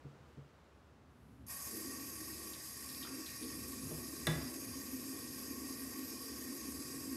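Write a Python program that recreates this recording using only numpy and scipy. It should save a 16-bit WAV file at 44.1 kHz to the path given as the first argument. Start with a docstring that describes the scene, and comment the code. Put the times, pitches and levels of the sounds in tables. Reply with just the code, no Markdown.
"""At a desk, then by a bathroom basin: a hand thumps softly, skin rustles, then a tap is opened.
Room air and a swelling low rumble are shaped noise; rustle and squeak are faint swells of noise and tone.
The valve hisses through a metal spout, the jet drums on ceramic modes, hands cut it into splashes.
Struck modes make thumps, knocks on the counter and bumps in the basin. Tiles echo splashes and knocks.
One microphone, close to the basin, feeds two equal channels."""
import sys
import numpy as np
from scipy import signal
from scipy.fft import rfft, irfft
from scipy.io import wavfile

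SR = 44100
rng = np.random.default_rng(int(sys.argv[2]) if len(sys.argv) > 2 else 0)


def dump_mix(stems):
    """Bounce the given channels to the path in sys.argv[1] as a 16-bit WAV at rate SR."""
    frames = np.atleast_2d(stems).T  # one column per channel
    limited = np.clip(frames, -1, 1)  # hard clip at full scale
    pcm = np.round(limited * 32767).astype(np.int16)
    wavfile.write(sys.argv[1], SR, pcm)


N = 315756

# quiet room spectrum: (frequency [Hz], relative level [dB per Hz])
AIR_SPECTRUM = [(18, -84), (30, -24), (47, -20), (71, 0), (97, -12), (460, -16), (645, -19.5), (774, -20.5),
                (1270, -21.5), (2030, -29), (7600, -42), (8600, -45.5), (15000, -52.5)]
# low rumble resonances: (frequency [Hz], width [Hz], relative level [dB])
RUMBLE_MODES = [(71.2, 6.2, -1), (102.5, 41, -8.5), (144, 33, -8.5), (239.5, 54, -9.5)]
# low rumble over time, with its swells and the boom under the big knock: (time [s], level [dB])
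RUMBLE_LEVEL = [(0.0, -89), (.74, -78), (.9, -67.5), (1.29, -60.5), (1.43, -55), (1.62, -59.5), (2.23, -60),
                (2.5, -63.5), (3.5, -58), (3.67, -52), (3.77, -63), (3.85, -49.5), (4.15, -60.5),
                (4.35, -45), (4.55, -61), (4.69, -51.5), (4.87, -59.5), (6.6, -62), (6.86, -56.5),
                (7.16, -59)]
# hand on the desk: (time [s], level [dB])
THUMPS = [(0.047, -40.5), (0.203, -52.5), (0.373, -41.5)]
# desk modes: (frequency [Hz], relative level [dB], t60 [s])
DESK_MODES = [(96, -6, 0.17), (140.6, 4, 0.26), (228, -5.5, 0.17), (275, -0.5, 0.083), (380, -10, 0.13),
              (469, -14, 0.31), (540, -18, 0.23)]
# sleeve on skin: (start [s], length [s], peak level [dB])
RUSTLES = [(.2, 0.21, -87), (.95, 0.69, -82.5)]
# metal spout and pipe: (frequency [Hz], width [Hz], relative level [dB])
SPOUT_MODES = [(1111, 58, 1.5), (1578, 52, -8.5), (1862, 75, -1.1), (2193, 99, -10.8), (2431, 72, -6.2),
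               (2649, 155, -11.1), (3068, 140, -15.8), (3482, 146, -14.3), (3849, 89, -13.9),
               (4100, 50, -9.5), (4676, 81, -4.5), (4868, 107, 0.1), (5070, 48, 0.4), (5201, 153, -1.9),
               (5628, 229, -4.6), (6506, 330, -2.9), (7443, 347, -7.1), (7882, 69, -2.9),
               (8260, 549, -12.2), (8506, 26, 0.2), (9033, 110, -5.0), (9474, 194, -4.3), (9958, 211, -7.4),
               (10460, 324, -5.7), (11160, 750, -8.3), (11397, 19, 4.4), (11750, 310, 0.1),
               (12560, 157, -14.1), (13540, 185, -7.9), (14222, 120, -24.3)]
# hiss between the spout modes: (frequency [Hz], relative level [dB per Hz])
FIZZ_SPECTRUM = [(300, -29), (600, -11.5), (900, -17.5), (1400, -19), (2100, -16.5), (3200, -30),
                 (4400, -11.5), (6000, -73), (7000, -54), (8800, -11.5), (12200, -15.5), (14400, -16),
                 (15000, -26), (15700, -33)]
# hiss tilt at opening, gone once the pressure settles: (frequency [Hz], relative level [dB])
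SURGE_SPECTRUM = [(1500, 3.5), (5000, 0), (11000, 5)]
# jet on the basin: (time [s], drumming drive [dB], pitch favoured by the struck spot [Hz])
JET = [(1.66, -69, 380), (1.74, -48, 365), (1.89, -49.5, 265), (2.06, -54.5, 265), (2.2, -57, 315),
       (2.46, -54.5, 315), (2.69, -67.5, 306), (3.08, -55, 260), (3.2, -47, 293), (3.3, -65, 277),
       (3.39, -70, 300), (3.42, -43.5, 277), (3.52, -51, 254), (4.9, -48.5, 257), (5.0, -45, 270),
       (5.12, -49, 258), (6.0, -48.5, 267), (6.3, -48, 257), (7.05, -50, 267), (7.16, -47.5, 254)]
# ceramic basin: (frequency [Hz], width [Hz], relative level [dB])
BASIN_MODES = [(213.4, 5.8, -5), (245.2, 9.1, -5), (268.1, 14.2, -3), (316.7, 12.7, -0.5), (346, 29, -4.5),
               (388.6, 34, -4.5), (448, 9.3, -10.5), (492, 49, -8), (544, 48, -22.5)]
# hands cutting the jet: (time [s], starting level [dB], centre [Hz], width [Hz], t60 [s])
SPLASHES = [(2.534, -48.5, 4000, 900, 0.083), (2.555, -62, 2470, 300, 0.083), (2.89, -57, 4200, 1200, 0.23),
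            (2.945, -53, 4200, 1200, .05), (3.027, -49, 3380, 700, 0.12), (3.049, -54.5, 1250, 300, 0.17),
            (3.07, -52.5, 1800, 800, 0.11), (3.262, -50, 4040, 900, 0.12), (3.279, -59, 2580, 300, 0.28),
            (3.427, -52, 4000, 1200, 0.072), (3.442, -53, 4800, 400, 0.12), (3.48, -54, 5000, 800, 0.11),
            (3.718, -56, 4240, 800, 0.13), (3.88, -67, 4200, 800, 0.092)]
# knocks on the counter: (time [s], level [dB], hardness: treble against bass [dB])
KNOCKS = [(3.909, -36.5, -23), (4.269, -24, -6.5)]
# counter modes: (frequency [Hz], relative level [dB], t60 [s])
COUNTER_MODES = [(66, -11, 0.55), (117, -6, 0.36), (156, 1, 0.31), (263, -8, 0.28), (345, -4.5, 0.18),
                 (457, -7, 0.095), (561.5, -21.5, 0.65), (683, -11.5, 0.057), (844, -25, 0.2),
                 (1144, -0.5, 0.044), (1520, -25, 0.091), (1673, 4.5, 0.041), (1850, -10, 0.3),
                 (1964, 5, 0.07), (2230, -12, 0.076), (2805, -5, 0.033), (3510, 0.5, 0.17),
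                 (3950, 2, 0.026), (5680, -5.5, 0.049), (6600, -4, .02)]
# bathroom decay: (frequency [Hz], t60 [s])
TILE_DECAY = [(100, 0.32), (500, 1), (2000, 0.58), (3500, 0.33), (6000, 0.36)]
# soft bumps that ring the basin: (time [s], level [dB])
BUMPS = [(6.486, -40), (6.686, -36.5), (7.076, -35)]

HZ, T = np.fft.rfftfreq(N, 1 / SR), np.arange(N) / SR
DESK_AIR_DB, BATH_AIR_DB, AIR_FADE_S = -61, -64.5, (0.24, 1.02)
SQUEAK_S, SQUEAK_LENGTH_S, SQUEAK_HZ, SQUEAK_RISE_HZ, SQUEAK_DB = 0.7, 0.23, 10100, 1650, -92
OPEN_S, HISS_DB = 1.466, -47
FILL_S, CRACK_DB, CRACK_TILT_DB_PER_OCTAVE = 0.037, -12.5, 2  # the valve opens thin and bright, then fills
SETTLE_S = 0.48  # time constant of the pressure
# modes far from the favoured pitch ring weaker and follow the drive less
SPOT_OCTAVES, SPREAD_DB, SPREAD_SHARE = 0.13, -32.5, 0.53
THROB_HZ, THROB_DB = 23, 0.1  # jet wobble
BUMP_HZ, BUMP_DB_PER_OCTAVE = 264, -60  # bumps land low in the bowl, waking mostly modes near this pitch
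BASS_HZ, EDGE_HZ = 48.7, 15720  # microphone roll-off, band limit


def gain_of(db):
    """dB to gain."""
    return 10 ** (np.asarray(db) / 20)


def evened(x):
    """Scales to rms 1."""
    return x / np.sqrt(np.mean(x ** 2) + 1e-20)


def read(points, hz):
    """Reads a spectrum table on a log frequency axis."""
    f, value = np.transpose(points)
    return np.interp(np.log(hz + 1), np.log(f + 1), value)


def curves(rows):
    """Interpolates the columns of a table along time."""
    s, *columns = np.transpose(rows)
    return [np.interp(T, s, c) for c in columns]


def modes(table):
    """Magnitude of a set of steep resonances whose powers add."""
    slope = 2 * np.sqrt(np.sqrt(2) - 1)  # half power at half the width from the centre
    power = sum(gain_of(2 * db) / (1 + (slope * (HZ - hz) / width) ** 2) ** 2 for hz, width, db in table)
    return np.sqrt(power)


def noise(colour):
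    """Steady noise of rms 1 with a given magnitude spectrum."""
    return evened(irfft(rfft(rng.standard_normal(N)) * colour, N))


def flicker(hz, depth_db):
    """Random gain of rms 1, wandering mostly below hz."""
    return evened(gain_of(depth_db * noise(1 / (1 + (HZ / hz) ** 2))))


def arch(s, length):
    """One smooth rise and fall."""
    return np.sin(np.pi * np.clip((T - s) / length, 0, 1)) ** 2


def decay(s, db, t60):
    """Sudden onset, then exponential decay."""
    return gain_of(db - 60 * np.maximum(T - s, 0) / t60) * (T > s)


def strike(s, table, rise_cycles=0.55):
    """Damped modes after a blow; low modes swell more slowly."""
    t = np.maximum(T - s, 0)
    out = np.zeros(N)
    for hz, db, t60 in table:
        swell = 1 - np.exp(-t * hz / rise_cycles)
        out += gain_of(db - 60 * t / t60) * swell * np.sin(2 * np.pi * hz * t)
    return out


def room_air():
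    """Steady coloured noise that sinks from the desk level to the bathroom level."""
    level_db = np.interp(T, AIR_FADE_S, (DESK_AIR_DB, BATH_AIR_DB))
    return gain_of(level_db) * noise(gain_of(read(AIR_SPECTRUM, HZ)))


def low_rumble():
    """Low resonant noise that swells and wavers, and booms under the big knock."""
    level_db, = curves(RUMBLE_LEVEL)
    return gain_of(level_db) * flicker(2.9, 0.8) * noise(modes(RUMBLE_MODES))


def desk_thumps():
    """Soft blows of a hand ring the desk modes."""
    return sum(gain_of(db - 5.0) * strike(s, DESK_MODES) for s, db in THUMPS)


def rustle():
    """Sleeve friction on skin: swells of high-band noise."""
    swell = sum(gain_of(db) * arch(s, length) for s, length, db in RUSTLES)
    return swell * noise(modes([(10800, 4200, 0)]))


def squeak():
    """Faint rising sine with a flickering level."""
    glide = np.clip((T - SQUEAK_S) / (0.8 * SQUEAK_LENGTH_S), 0, 1)
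    hz = SQUEAK_HZ + SQUEAK_RISE_HZ * np.sin(np.pi / 2 * glide) ** 2
    level = gain_of(SQUEAK_DB) * arch(SQUEAK_S, SQUEAK_LENGTH_S) ** 0.25
    return level * np.sin(2 * np.pi * np.cumsum(hz) / SR) * flicker(30, 3.0)


def tap():
    """Turbulence at the valve rings the spout; each third of an octave wavers on its own."""
    since = np.maximum(T - OPEN_S, 0)
    shut, settling = np.clip(1 - since / FILL_S, 0, 1), np.exp(-since / SETTLE_S)
    level = (T > OPEN_S) * gain_of(HISS_DB + CRACK_DB * shut)
    # countless small modes of pipe and room ripple the spectrum about every 30 Hz
    grid_hz = np.arange(0, SR / 2, 30)
    ripple_db = 2.0 * np.interp(HZ, grid_hz, rng.standard_normal(len(grid_hz))) * (HZ > 2500)
    colour = np.hypot(modes(SPOUT_MODES), gain_of(read(FIZZ_SPECTRUM, HZ))) * gain_of(ripple_db)
    source = rfft(rng.standard_normal(N)) * colour
    band = np.clip(np.round(3 * np.log2((HZ + 1) / 4000)), -6, 5)  # thirds of an octave from 4 kHz
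    hiss = np.zeros(N)
    for k in range(-6, 6):
        tilt_db = k / 3 * CRACK_TILT_DB_PER_OCTAVE * shut
        surge_db = read(SURGE_SPECTRUM, 4000 * 2 ** (k / 3)) * settling
        hiss += gain_of(tilt_db + surge_db) * flicker(4.9, 1.18) * irfft(source * (band == k), N)
    return level * evened(hiss) * flicker(51, 0.67)


def basin_drumming():
    """The jet shakes each basin mode on its own; the spot struck sets which ring most."""
    drive_db, spot_hz = curves(JET)
    spread = gain_of(SPREAD_DB + SPREAD_SHARE * drive_db)
    throb = flicker(THROB_HZ, THROB_DB)
    out = np.zeros(N)
    for hz, width, db in BASIN_MODES:
        nearness = np.exp(-0.5 * (np.log2(hz / spot_hz) / SPOT_OCTAVES) ** 2)
        drive = np.hypot(throb * gain_of(drive_db) * nearness, spread)
        out += drive * flicker(1.2, 0.73) * gain_of(db) * noise(modes([(hz, width, 0)]))
    return out * (T > JET[0][0])


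def splashes():
    """Each cut of the jet throws droplets: ticks of uneven size over noise, ringing in one band."""
    out = np.zeros(N)
    for s, db, hz, width, t60 in SPLASHES:
        size = gain_of(1.9 * rng.exponential(1, N).clip(0, 4))
        droplets = size * (rng.random(N) < 900 / SR)  # about 900 per second
        ticks = rng.standard_normal(N) * (0.38 + droplets)
        burst = evened(irfft(rfft(ticks) * modes([(hz, width, 0)]), N))
        out += decay(s, db, t60) * burst
    return out


def tiles(x):
    """Sparse echoes of random sign, each band dying at its own speed."""
    taps = np.zeros(SR)
    at = np.arange(200, SR - 20, 20)
    taps[at + rng.integers(0, 20, len(at))] = rng.choice([-1., 1.], len(at))
    hz, t, z = signal.stft(taps, SR, nperseg=256)
    fade = gain_of(-60 * t / read(TILE_DECAY, hz)[:, None])
    tail = signal.istft(z * fade, SR, nperseg=256)[1]
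    return signal.fftconvolve(x, tail / np.linalg.norm(tail))[:N]


def counter_knocks():
    """Dull blows; hardness wakes a crack, a rattle of loose things and the counter's upper modes."""
    low_modes = [m for m in COUNTER_MODES if m[0] < 1000]
    high_modes = [m for m in COUNTER_MODES if m[0] > 1000]
    out = np.zeros(N)
    for s, db, hard_db in KNOCKS:
        body = strike(s, low_modes, 1.5)
        ring = strike(s, high_modes, 1.0)
        crack = decay(s, 7.5, 0.02) * noise(modes([(4000, 920, -1), (10000, 3300, -6.5)]))
        clatter = decay(s, -9.0, 0.46) * noise(modes([(1480, 2000, 0)]))
        thud = decay(s, -8.5, 0.15) * noise(modes([(420, 520, 0)]))
        out += gain_of(db - 5.5) * (body + thud + gain_of(hard_db) * (ring + crack + clatter))
    return out


def basin_bumps():
    """Soft bumps ring the basin; each mode's width sets its decay."""
    ring = []
    for hz, width, db in BASIN_MODES:
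        offset_db = BUMP_DB_PER_OCTAVE * abs(np.log2(hz / BUMP_HZ))
        ring.append((hz, db + offset_db, np.log(1000) / np.pi / width))
    return sum(gain_of(db) * strike(s, ring, 0.36) for s, db in BUMPS)


def scene():
    """All sources at the one microphone; splashes and knocks also echo off the tiles."""
    background = room_air() + low_rumble() + rustle() + squeak()
    water = tap() + basin_drumming()
    near = splashes() + counter_knocks()
    mono = background + desk_thumps() + water + basin_bumps() + near + gain_of(-5.5) * tiles(near)
    return np.array([mono, mono])


def record(dry):
    """The small microphone loses the lowest bass; then the band limit."""
    dry = signal.sosfilt(signal.butter(2, BASS_HZ, "highpass", fs=SR, output="sos"), dry)
    lowpass = signal.firwin(1023, EDGE_HZ, window=("kaiser", 9), fs=SR)
    return signal.oaconvolve(dry, lowpass[None], "same")


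dry = scene()
out = record(dry)
dump_mix(out)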